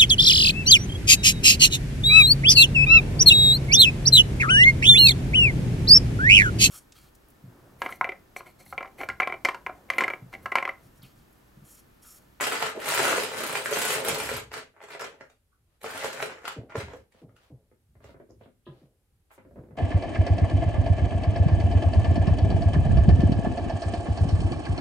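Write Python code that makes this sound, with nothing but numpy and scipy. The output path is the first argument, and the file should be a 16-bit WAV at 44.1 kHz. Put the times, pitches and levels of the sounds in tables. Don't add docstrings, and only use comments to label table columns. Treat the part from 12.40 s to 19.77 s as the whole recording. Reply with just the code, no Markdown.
import sys
import numpy as np
from scipy import signal
from scipy.fft import rfft, irfft
from scipy.io import wavfile
from scipy.ndimage import uniform_filter1d

SR = 44100
rng = np.random.default_rng(int(sys.argv[2]) if len(sys.argv) > 2 else 0)


def pcm_store(signal):
    levels = np.round(np.clip(np.atleast_2d(signal), -1, 1) * 32767)
    wavfile.write(sys.argv[1], SR, levels.astype(np.int16).T)


N = 325001


def amp(db):
    return 10 ** (np.asarray(db) / 20)


def evened(x):
    return x / np.sqrt(np.mean(x ** 2) + 1e-20)


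def unit(x):
    return x / np.sqrt(np.sum(x ** 2) / len(x) + 1e-20)


def read(points, hz):
    f, value = np.transpose(points)
    return np.interp(np.log(hz + 1), np.log(f + 1), value)


def add(mix, s, sound):
    part = mix[:, max(round(s * SR), 0):][:, :sound.shape[1]]
    part += sound[:, :part.shape[1]]


def shaped(x, points):
    gain = amp(read(points, np.fft.rfftfreq(N, 1 / SR)))
    return irfft(rfft(x) * gain, N)


def coloured(x, points, size=2048):
    db = read(points, abs(np.fft.fftfreq(size, 1 / SR)))
    log_gain = np.log(amp(np.maximum(db, -100)))
    taps = np.fft.ifft(np.exp(np.conj(signal.hilbert(log_gain)))).real
    return signal.fftconvolve(x, taps[None], axes=1)[:, :x.shape[1]]


def band(x, lo_hz, hi_hz):
    sos = signal.butter(3, [lo_hz, min(hi_hz, SR / 2.1)], "band", fs=SR, output="sos")
    return signal.sosfilt(sos, x)


def strike(hz, db, t60, ring_db, scatter_db, scatter_t60, size=5000):
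    t = np.arange(size) / SR
    weights = amp(db) * rng.standard_normal(len(hz))
    ring = weights @ np.sin(2 * np.pi * np.outer(hz, t)) * amp(-60 * t / t60)
    hit = (t == 0) + amp(ring_db) * unit(ring[None])[0]
    lags = rng.integers(0, 6), rng.integers(0, 2)
    hit = np.array([np.pad(hit, (lag, 0))[:size] for lag in lags])
    scatter = unit(rng.standard_normal((2, size)) * amp(-60 * t / scatter_t60))
    return hit + amp(scatter_db) * scatter


def ringing(modes, scale, t60, rise_s, size=9000):
    t = np.arange(size) / SR
    ring = sum(amp(db) * np.sin(2 * np.pi * (scale * pitch * t + rng.random())) for pitch, db in modes)
    envelope = amp(-60 * t / t60) * (1 - np.exp(-t / rise_s))
    return unit((ring * envelope)[None])[0]


def strokes():
    # start in seconds, length in seconds, mid-stroke force in dB,
    # swell over the stroke in dB, weight on the bottom in relative dB, brick-on-brick brightness in relative dB.
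    stroke_rows = [(-.02, 0.13, -32, -9, -4.5, 0), (0.099, 0.18, -34, -4, -4.5, -2.5),
                   (0.328, 0.059, -48, 5.5, 11, -5), (0.384, 0.092, -39, 18, -4.5, -1),
                   (0.463, 0.082, -32.5, 10, -8, 0), (0.554, 0.14, -28.5, 0.5, -4, -0.5),
                   (0.695, 0.14, -32, -2.5, -1.5, -0.5), (0.855, 0.15, -39.5, 6.5, -1.5, -2),
                   (0.955, 0.25, -38.5, 1.5, -0.5, 0.5), (1.222, 0.2, -42, 5, 2.5, 2.5),
                   (1.303, 0.24, -33, 6, -2.5, 1), (1.57, 0.068, -41, -11, 7, 0.5),
                   (1.637, 0.34, -36, -8.5, -2, 0), (2.117, 0.059, -41.5, 1, -2.5, -3),
                   (2.334, 0.074, -61.5, -5, 1, -18), (2.407, 0.069, -52.5, -16, 0.5, -4.5),
                   (2.49, 0.046, -44, -2.5, -6, -5.5), (2.583, 0.081, -44, -9.5, -3, -3.5),
                   (2.705, 0.056, -62.5, -6, 10, -9), (2.787, 0.034, -55, -5, -8, -11),
                   (2.894, 0.017, -67, -2.5, -8, 0), (3.428, 0.23, -42, 5.5, -4.5, -2),
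                   (3.621, 0.19, -44, -4, -0.5, -2.5), (3.802, 0.034, -47, 6, 3, 2),
                   (3.878, 0.15, -50.5, -14.5, -2.5, -8), (4.029, 0.095, -50, 2.5, -7.5, -4),
                   (4.288, 0.093, -52.5, -5.5, -23, -14), (4.349, 0.053, -42, 2, 0.5, -4),
                   (4.459, 0.044, -55, 8, 4.5, -8.5), (4.534, 0.035, -59, -11, 12, -2)]
    rise_s, settle_db_per_s = 0.011, 332.5
    t = np.arange(0, N, 32) / SR
    powers = []
    for start, length, force, swell, _, _ in stroke_rows:
        age = t - start
        db = force + swell * (np.clip(age / length, 0, 1) - .5)
        db = db - settle_db_per_s * np.maximum(age - length, 0)
        powers.append((np.clip(age / rise_s, 0, 1) * amp(db)) ** 2)
    total = np.sum(powers, 0) + 1e-20
    weight, bright = np.array(stroke_rows)[:, 4:].T @ np.array(powers) / total
    curves = 10 * np.log10(total), weight, bright
    return [np.interp(np.arange(N) / SR, t, curve) for curve in curves]


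def contact(shell_scatter_db, brick_scatter_db, brick_ring_db, detune=0.037, colour_db=3.0):
    # frequency in Hz, level in relative dB.
    bin_modes = [(312, -8.5), (395, 5.5), (452, 4.5), (544, 2), (653, 0.5), (833, -1.5), (892, -7),
                 (988, -9.5), (1092, -19), (1425, 7), (1616, -3), (1913, 4), (2286, -2.5)]
    # frequency in Hz, level in relative dB.
    clatter = [(60, -22.5), (150, -14), (200, -16), (250, -8.5), (335, -9), (400, -1.5), (452, 3),
               (495, -4), (544, 1.5), (600, -3), (652, -2), (730, -4), (850, -0.5), (1450, 0.5),
               (2200, -4.5), (3200, -16.5), (5600, -23.5), (8300, -18.5), (12000, -21), (15800, -26)]
    hz, db = np.transpose(bin_modes)
    hz = hz * (1 + detune * rng.standard_normal(len(hz)))
    shell = strike(hz, db, t60=.05, ring_db=-18, scatter_db=shell_scatter_db, scatter_t60=.035)
    brick_hz = rng.uniform(3800, 13000, size=9)
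    brick = strike(brick_hz, np.zeros(len(brick_hz)), t60=.04, ring_db=brick_ring_db,
                   scatter_db=brick_scatter_db, scatter_t60=.045)
    colour = [(f, level + colour_db * rng.standard_normal()) for f, level in clatter]
    shell, brick = coloured(shell, colour), coloured(brick, colour)
    walls, bottom = band(shell, 660, 3200), band(shell, 63, 660)
    low, high = band(brick, 2800, 7000), band(brick, 7000, 19000)
    return np.array([unit(part) for part in (walls, bottom, low, high)])


def rummage(wall_db=-4, bottom_db=-4, brick_db=-6, tick_db=-6.5, variety_db=4.0, tick_growth=2.1):
    contacts_per_s, spots, size_spread_db = 560, 110, 4.0
    t, out = np.arange(N) / SR, np.zeros((2, N))
    force, weight, bright = strokes()
    rate = contacts_per_s * np.clip(amp(.4 * (force + 35.5)), .4, 2)
    sizes = amp(size_spread_db * np.minimum(rng.exponential(1, N), 4)) * (rng.random(N) < rate / SR)
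    crowd = abs(uniform_filter1d(sizes ** 2, size=2000))
    sizes = sizes / np.sqrt(crowd + 0.00097) * amp(force)
    spot = rng.integers(0, spots, N)
    shares = variety_db * rng.uniform(-1.1, 1, (N, 4))
    answers = [contact(shell_scatter_db=-1.5, brick_scatter_db=2, brick_ring_db=1) for _ in range(spots)]
    for i in np.flatnonzero((sizes > 0) & (force > -80)):
        part_db = np.array([wall_db, bottom_db + weight[i], brick_db + bright[i],
                            tick_db + tick_growth * bright[i]])
        hit = np.tensordot(amp(part_db + shares[i]), answers[spot[i]], 1)
        add(out, t[i], sizes[i] * hit)
    return out


def clacks(level_db=19, spread_db=0.5):
    # multiple of its lowest mode, level in relative dB.
    piece_modes = [(1, 2), (1.27, -3), (1.55, -3), (1.9, -4.5), (2.4, -11), (3.1, -13.5), (3.9, -13.5)]
    low_hz, high_hz, clacks_per_s = 790, 2594, 75
    out, force = np.zeros((2, N)), strokes()[0]
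    for i in np.flatnonzero((rng.random(N) < clacks_per_s / SR) & (force > -52)):
        hz = low_hz * (high_hz / low_hz) ** rng.random()
        ring = ringing(piece_modes, hz, t60=.011, rise_s=.00005, size=900)
        sides = rng.uniform(.5, 1.3, (2, 1))
        level = amp(force[i] + level_db + spread_db * min(rng.exponential(), 2))
        add(out, i / SR, sides * level * ring)
    return band(out, 400, 15000)


def knocks(wall_db=26.0, bottom_db=24, brick_db=24.5, tick_db=19.0, slide_db=-2, tick_growth=2.7, size=560):
    # time in seconds, force in relative dB,
    # weight on the bottom in relative dB, brightness in relative dB.
    knock_rows = [(.021, -39.5, -15, -13.5), (0.069, -30.5, -0.5, -7.5), (0.142, -40, -2, -14.5),
                  (.225, -24.5, -2, -4), (0.267, -31.5, -14, -7.5), (0.422, -42.5, 1.5, -6.5),
                  (0.488, -34, -1, 3.5), (.578, -30.5, -3, -4.5), (.594, -28, 0.5, -9.5),
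                  (.602, -27, -2.5, -9), (0.652, -28.5, -8, -4.5), (0.72, -35, -10, -11),
                  (0.729, -25.5, -1.5, -12), (0.78, -29, 3, -16.5), (.97, -38, -3, -4),
                  (1.039, -34.5, -4, -4), (1.075, -53, -5, 8.5), (1.087, -41, -5, -3.5),
                  (1.096, -35.5, -12, -9), (1.13, -40, -3, -5.5), (1.154, -26, -7.5, -4.5),
                  (1.259, -28, -6, -8), (1.293, -36.5, -9, -7.5), (1.314, -36, 4.5, -6),
                  (1.326, -30, 5, -5), (1.359, -37.5, 5, 2), (1.372, -26, -3, -10.5), (1.418, -32, -6, 2),
                  (1.555, -36, -1, -7), (1.676, -36.5, 8.5, -4.5), (1.685, -34, 2, 5), (1.76, -42, 9, -6),
                  (1.892, -31, -11, -10), (1.965, -38, -20, -2), (2.117, -43, -5, -6),
                  (2.13, -50.5, -8, -5), (2.14, -40, -4, -3), (2.405, -52, -3, -18),
                  (2.416, -48.5, -3, -13), (2.487, -47.5, -10, -4), (2.508, -50, 1, -10),
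                  (2.55, -44, -1, -25), (2.6, -40.5, -15, -21), (2.619, -38, -4, -6.5),
                  (2.643, -41, -5, -3.5), (2.802, -61, -5, -19), (2.81, -45.5, 2, -11),
                  (2.9, -61.5, -1.5, -2), (3.416, -57, -5, 2), (3.433, -53.5, 8, 4.5),
                  (3.443, -41, 8.5, -5), (3.463, -38.5, 2.5, -7), (3.506, -42, -9, -12),
                  (3.549, -43.5, 5, -5), (3.56, -42, 4, -8), (3.577, -41, -2, 2), (3.628, -36.5, -3, -14.5),
                  (3.644, -35, 5.5, -0.5), (3.658, -36.5, -3, -12), (3.678, -40, 2, -6),
                  (3.73, -43.5, -5, 0.5), (3.775, -38.5, -6, -10), (3.803, -31, -13, -13.5),
                  (3.826, -28, -1.5, -5), (4.035, -56, -5, -13), (4.044, -48.5, 4, -11),
                  (4.054, -36.5, -10, -5), (4.079, -32.5, -13.5, -2), (4.302, -48.5, -6.5, -19),
                  (4.322, -46.5, -11, -26), (4.347, -51, 4, -9), (4.356, -35, -5, -13),
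                  (4.484, -51.5, -3, -10), (4.535, -49, 5, -7), (4.723, -66.5, -14, -0.5),
                  (4.895, -65, 4.5, -24), (4.966, -63.5, -9, -0.5), (5.034, -70, -6, 1),
                  (5.643, -58.5, 6, -1.5), (6.012, -64, 11.5, -19)]
    out, lead = np.zeros((2, N)), np.arange(-size, 1) / SR
    for s, force, weight, bright in knock_rows:
        part_db = force + np.array([0, weight, bright, tick_growth * bright])
        part_db = part_db + np.array([wall_db, bottom_db, brick_db, tick_db])
        answer = contact(shell_scatter_db=-5, brick_scatter_db=5, brick_ring_db=-2, detune=.02, colour_db=1.5)
        hit = np.tensordot(amp(part_db), answer, 1)
        slide = unit(rng.standard_normal((1, len(lead))) * np.exp(lead / .004))
        touch = unit((lead == 0) + amp(slide_db - 0.12 * (force + 66.5)) * slide)
        add(out, s + lead[0], signal.fftconvolve(hit, touch, axes=1))
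    return out


def drums(body_db=22, rise_s=0.0033):
    # time in seconds, level in relative dB, note in Hz, t60 in seconds.
    drum_rows = [(.354, -40, 395, .05), (.374, -29, 403, 0.031), (1.315, -30, 445, 0.098),
                 (1.581, -33, 526, 0.087), (1.654, -30, 459, 0.08), (1.764, -25.5, 437.6, 0.27),
                 (1.914, -28, 445, 0.099), (2.675, -45.5, 552, 0.14), (2.735, -54, 559, 0.13),
                 (3.826, -29, 638, 0.056), (4.353, -22.5, 445, 0.038), (4.4, -30.5, 418.6, .1),
                 (4.475, -44, 401, 0.09), (4.534, -33, 500, 0.065)]
    # multiple of the note, level in relative dB.
    drum_modes = [(.55, -11.5), (1, 0.5), (1.25, -8), (2.3, -17)]
    out = np.zeros((2, N))
    for s, peak, hz, t60 in drum_rows:
        note = ringing(drum_modes, hz, t60, rise_s)
        add(out, s, amp(peak + body_db) * np.tile(note, (2, 1)))
    return out


def bumps(start_hz=430, glide_s=0.0094, knock_db=-3, rattle_db=-12, echo_db=-12, echo_glide_s=0.041,
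          boom_rise_s=.03, shudder_db=-8):
    # time in seconds, knock level in relative dB, boom level in relative dB,
    # boom note before its sag in Hz, boom t60 in seconds.
    bump_rows = [(1.686, -24, -36.5, 172, 0.16), (1.92, -35, -44, 110, 0.23),
                 (4.163, -26.5, -32.5, 116, .12), (4.353, -27, -32, 94.9, 0.094),
                 (4.405, -37, -36, 85, 0.32), (4.817, -37.5, -44.5, 128, 0.27),
                 (5.102, -41, -44.5, 130, 0.17), (6.268, -36.5, -41.5, 140, 0.16),
                 (6.416, -45.5, -51.5, 140, .15), (7.172, -31.5, -41, 125, .16),
                 (7.302, -40, -45, 139.4, 0.34)]
    sag_octaves_per_s = 1.8
    t, out = np.arange(SR // 2) / SR, np.zeros((2, N))

    def falling(end_hz, glide):
        hz = end_hz * 2 ** (-sag_octaves_per_s * t) + (start_hz - end_hz) * np.exp(-t / glide)
        return np.sin(2 * np.pi * np.cumsum(hz) / SR)

    for s, peak, boom, end_hz, t60 in bump_rows:
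        direct, echo = falling(end_hz, glide_s), falling(end_hz, echo_glide_s)
        front = amp(peak + knock_db - 60 * t / 0.044) * (1 - np.exp(-t / 0.0029))
        tail = amp(boom - 60 * np.maximum(t - boom_rise_s, 0) / t60) * np.minimum(t / boom_rise_s, 1) ** 2
        shudder = evened(band(rng.standard_normal(len(t)), 60, 170))
        rattle = evened(band(rng.standard_normal(len(t)), 180, 580))
        rattle_level = amp(peak + knock_db + rattle_db - 60 * t / 0.49) * (1 - np.exp(-t / 0.0034))
        wave = (front + tail) * direct + tail * (amp(echo_db) * echo + amp(shudder_db) * shudder)
        wave += rattle_level * rattle
        add(out, s, np.array([wave, wave]))
    return out


def creaks(body_db=13, ring_db=15, ring_t60=0.028, ring_rise_s=0.0029):
    # time in seconds, level in relative dB, edge in dB relative to that level.
    slip_rows = [(4.746, -50, 2), (5.314, -50, 5.5), (5.553, -53.5, 10), (5.604, -50.5, 12),
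                 (5.642, -40.5, 8), (5.692, -40, 6.5), (5.743, -42, 9), (5.799, -39.5, 4.5),
                 (5.891, -46.5, -3), (5.902, -42, -3), (6.01, -45, 10.5), (6.058, -43, 5),
                 (6.979, -42, 10.5), (7.049, -46, 5), (7.058, -45, -3.5), (7.109, -43, -2.5),
                 (7.158, -38, 1), (7.236, -42, 1), (7.286, -45, 0.5), (7.308, -42, 4), (7.355, -43, 6)]
    # frequency in Hz, level in relative dB.
    slip_colour = [(59, -29), (100, 0), (167, -10), (241, 0), (540, -16), (592, -17.5), (903, -5.5),
                   (2140, -14.5), (2810, -29), (8000, -52), (10400, -48), (17600, -120)]
    # frequency in Hz, level in relative dB.
    frame_modes = [(390, 2.5), (545, 2.5), (660, -5.5), (1080, -19)]
    out = np.zeros((2, N))
    for s, peak, edge in slip_rows:
        slip = strike(np.array([380, 540, 620]), np.zeros(3), t60=0.029, ring_db=-13.5,
                      scatter_db=9.5, scatter_t60=0.041)
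        slip = coloured(slip, slip_colour)
        body = amp(peak + body_db) * unit(band(slip, 84, 476))
        add(out, s, body + amp(peak + edge) * unit(band(slip, 450, 5300)))
        ring = ringing(frame_modes, rng.uniform(.93, 1.07), ring_t60, ring_rise_s)
        add(out, s, amp(peak + ring_db) * np.tile(ring, (2, 1)))
    return out


def clack(level_db=-47, rise_s=0.0029, rasp_db=-13, rasp_t60=.09):
    # frequency in Hz, level in relative dB, t60 in seconds.
    hollow_modes = [(364, 13, 0.064), (568, -3.5, 0.062), (1007, -1, 0.076), (1240, -2, 0.048),
                    (1670, -5.5, 0.055), (1870, -12, 0.05), (2780, -21, 0.06), (3300, -23, 0.06),
                    (3838, -22, 0.07)]
    clack_s = 6.266
    t, out = np.arange(SR // 3) / SR, np.zeros((2, N))
    ring = sum(amp(db - 60 * t / t60) * np.sin(2 * np.pi * (hz * t + rng.random()))
               for hz, db, t60 in hollow_modes)
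    rasp = evened(band(rng.standard_normal((2, len(t))), 500, 2000))
    rasp = amp(rasp_db - 60 * t / rasp_t60) * rasp
    add(out, clack_s, amp(level_db) * (1 - np.exp(-t / rise_s)) * (ring + rasp))
    return out


def scrapes(grain_db=3, slips_per_s=3000):
    # start in seconds, length in seconds, level before the envelope in relative dB,
    # lower band edge in Hz, upper band edge in Hz.
    scrape_rows = [(3.118, 0.023, -64, 1085, 1504), (5.89, 0.021, -66, 4890, 6830),
                   (6.01, 0.042, -68, 2300, 4030), (6.253, 0.03, -57, 2660, 3900),
                   (6.306, 0.095, -81.5, 3400, 4750), (6.909, 0.052, -61, 6900, 14750),
                   (6.902, 0.026, -52.5, 350, 1960), (6.983, 0.014, -57, 800, 2400),
                   (7.16, 0.035, -60.5, 692, 1800)]
    out, t = np.zeros((2, N)), np.arange(SR // 8) / SR
    for s, length, db, lo_hz, hi_hz in scrape_rows:
        slips = rng.standard_normal((2, len(t))) * amp(grain_db * rng.exponential(1, len(t)))
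        slips = slips * (rng.random(len(t)) < slips_per_s / SR)
        envelope = (1 - np.exp(-t / 0.017)) * np.exp(-(t / length) ** 4)
        add(out, s, amp(db) * evened(band(slips, lo_hz, hi_hz)) * envelope)
    return out


def swells(moves):
    t = np.arange(N) / SR
    return sum(amp(db) * np.sin(np.pi * np.clip((t - start) / length, 0, 1)) for start, length, db in moves)


def handling(rustle_db=-4, rumble_db=-5, grain_db=-1.0, grains_per_s=4000):
    # frequency in Hz, level in relative dB.
    rustle_colour = [(200, 2), (600, 14), (1500, 7), (4000, 1.5), (7000, -8), (14000, -14)]
    rumble_colour = [(20, -57), (55, 5.5), (100, 6.5), (140, -2.5), (220, -11), (600, -46)]
    # start in seconds, length in seconds, level in relative dB.
    brushes = [(3.26, 0.16, -72), (4.71, 0.15, -60.5), (4.94, 0.19, -61), (5.61, 0.15, -56.5),
               (5.98, 0.093, -70.5), (6.27, 0.23, -66), (6.89, 0.11, -63.5)]
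    weight_shifts = [(1.75, 0.43, -44.5), (3.12, 0.27, -67.5), (4.36, 0.3, -49), (4.8, 0.17, -59),
                     (5.02, 0.24, -60), (5.42, 0.44, -52.5), (5.84, 0.3, -54.5), (6.7, 0.14, -61),
                     (7.02, 0.33, -50)]
    grains = rng.standard_normal((2, N)) * amp(grain_db * rng.exponential(1, N))
    grains = grains * (rng.random(N) < grains_per_s / SR)
    cloth = evened(shaped(grains, rustle_colour)) * amp(rustle_db) * swells(brushes)
    rumble = evened(shaped(rng.standard_normal(N), rumble_colour)) * amp(rumble_db) * swells(weight_shifts)
    return cloth + rumble


def background(level_db=-68.5):
    # frequency in Hz, level in relative dB.
    quiet_colour = [(15, -37), (25, -5.5), (86, 1), (188, -17), (378, -17.5), (703, -27), (782, -23),
                    (895, -28.5), (1270, -29), (5880, -36), (10900, -30), (14300, -35.5), (15500, -42.5)]
    return amp(level_db) * evened(shaped(rng.standard_normal((2, N)), quiet_colour))


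def room(x, gap_s=0.0025, size=20000, count=3, half_turns_per_s=3.1):
    # frequency in Hz, t60 in seconds.
    room_t60 = [(100, 0.6), (400, 0.24), (1000, 0.23), (2800, 0.26), (7000, 0.21), (14000, 0.06)]
    out, turn = np.zeros((2, N)), np.arange(N) / SR * half_turns_per_s
    for k in range(count):
        taps = rng.choice([-1., 1.], (2, size)) * (rng.random((2, size)) < 3000 / SR)
        taps = taps * (np.arange(size) > gap_s * SR)
        hz, t, z = signal.stft(taps, SR, nperseg=256)
        decay = amp(-60 * t / read(room_t60, hz)[:, None])
        tail = signal.istft(z * decay, SR, nperseg=256)[1]
        share = np.sqrt(2 / count) * np.cos(np.pi * (turn + k / count))
        out += signal.fftconvolve(x * share, unit(tail), axes=1)[:, :N]
    return out


def scene():
    rattle = rummage() + clacks()
    hits = knocks() + scrapes()
    furniture = creaks() + clack()
    thuds = bumps() + drums()
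    wet = room(rattle + amp(-2.5) * hits + amp(-0.5) * furniture + amp(-16.5) * thuds)
    return rattle + hits + furniture + thuds + wet + handling() + background()


def record(dry):
    # frequency in Hz, gain of the side signal in dB.
    side_gain = [(60, -14), (250, -8.5), (500, -4.5), (1000, -1), (4500, 1), (7500, -1.5), (10000, -18),
                 (13000, -29.5)]
    edge_hz = 15850
    mid = (dry[0] + dry[1]) / 2
    side = shaped((dry[0] - dry[1]) / 2, side_gain)
    lowpass = signal.firwin(511, edge_hz, window=("kaiser", 9), fs=SR)
    return signal.oaconvolve(np.array([mid + side, mid - side]), lowpass[None], "same")


dry = scene()
out = record(dry)
pcm_store(out)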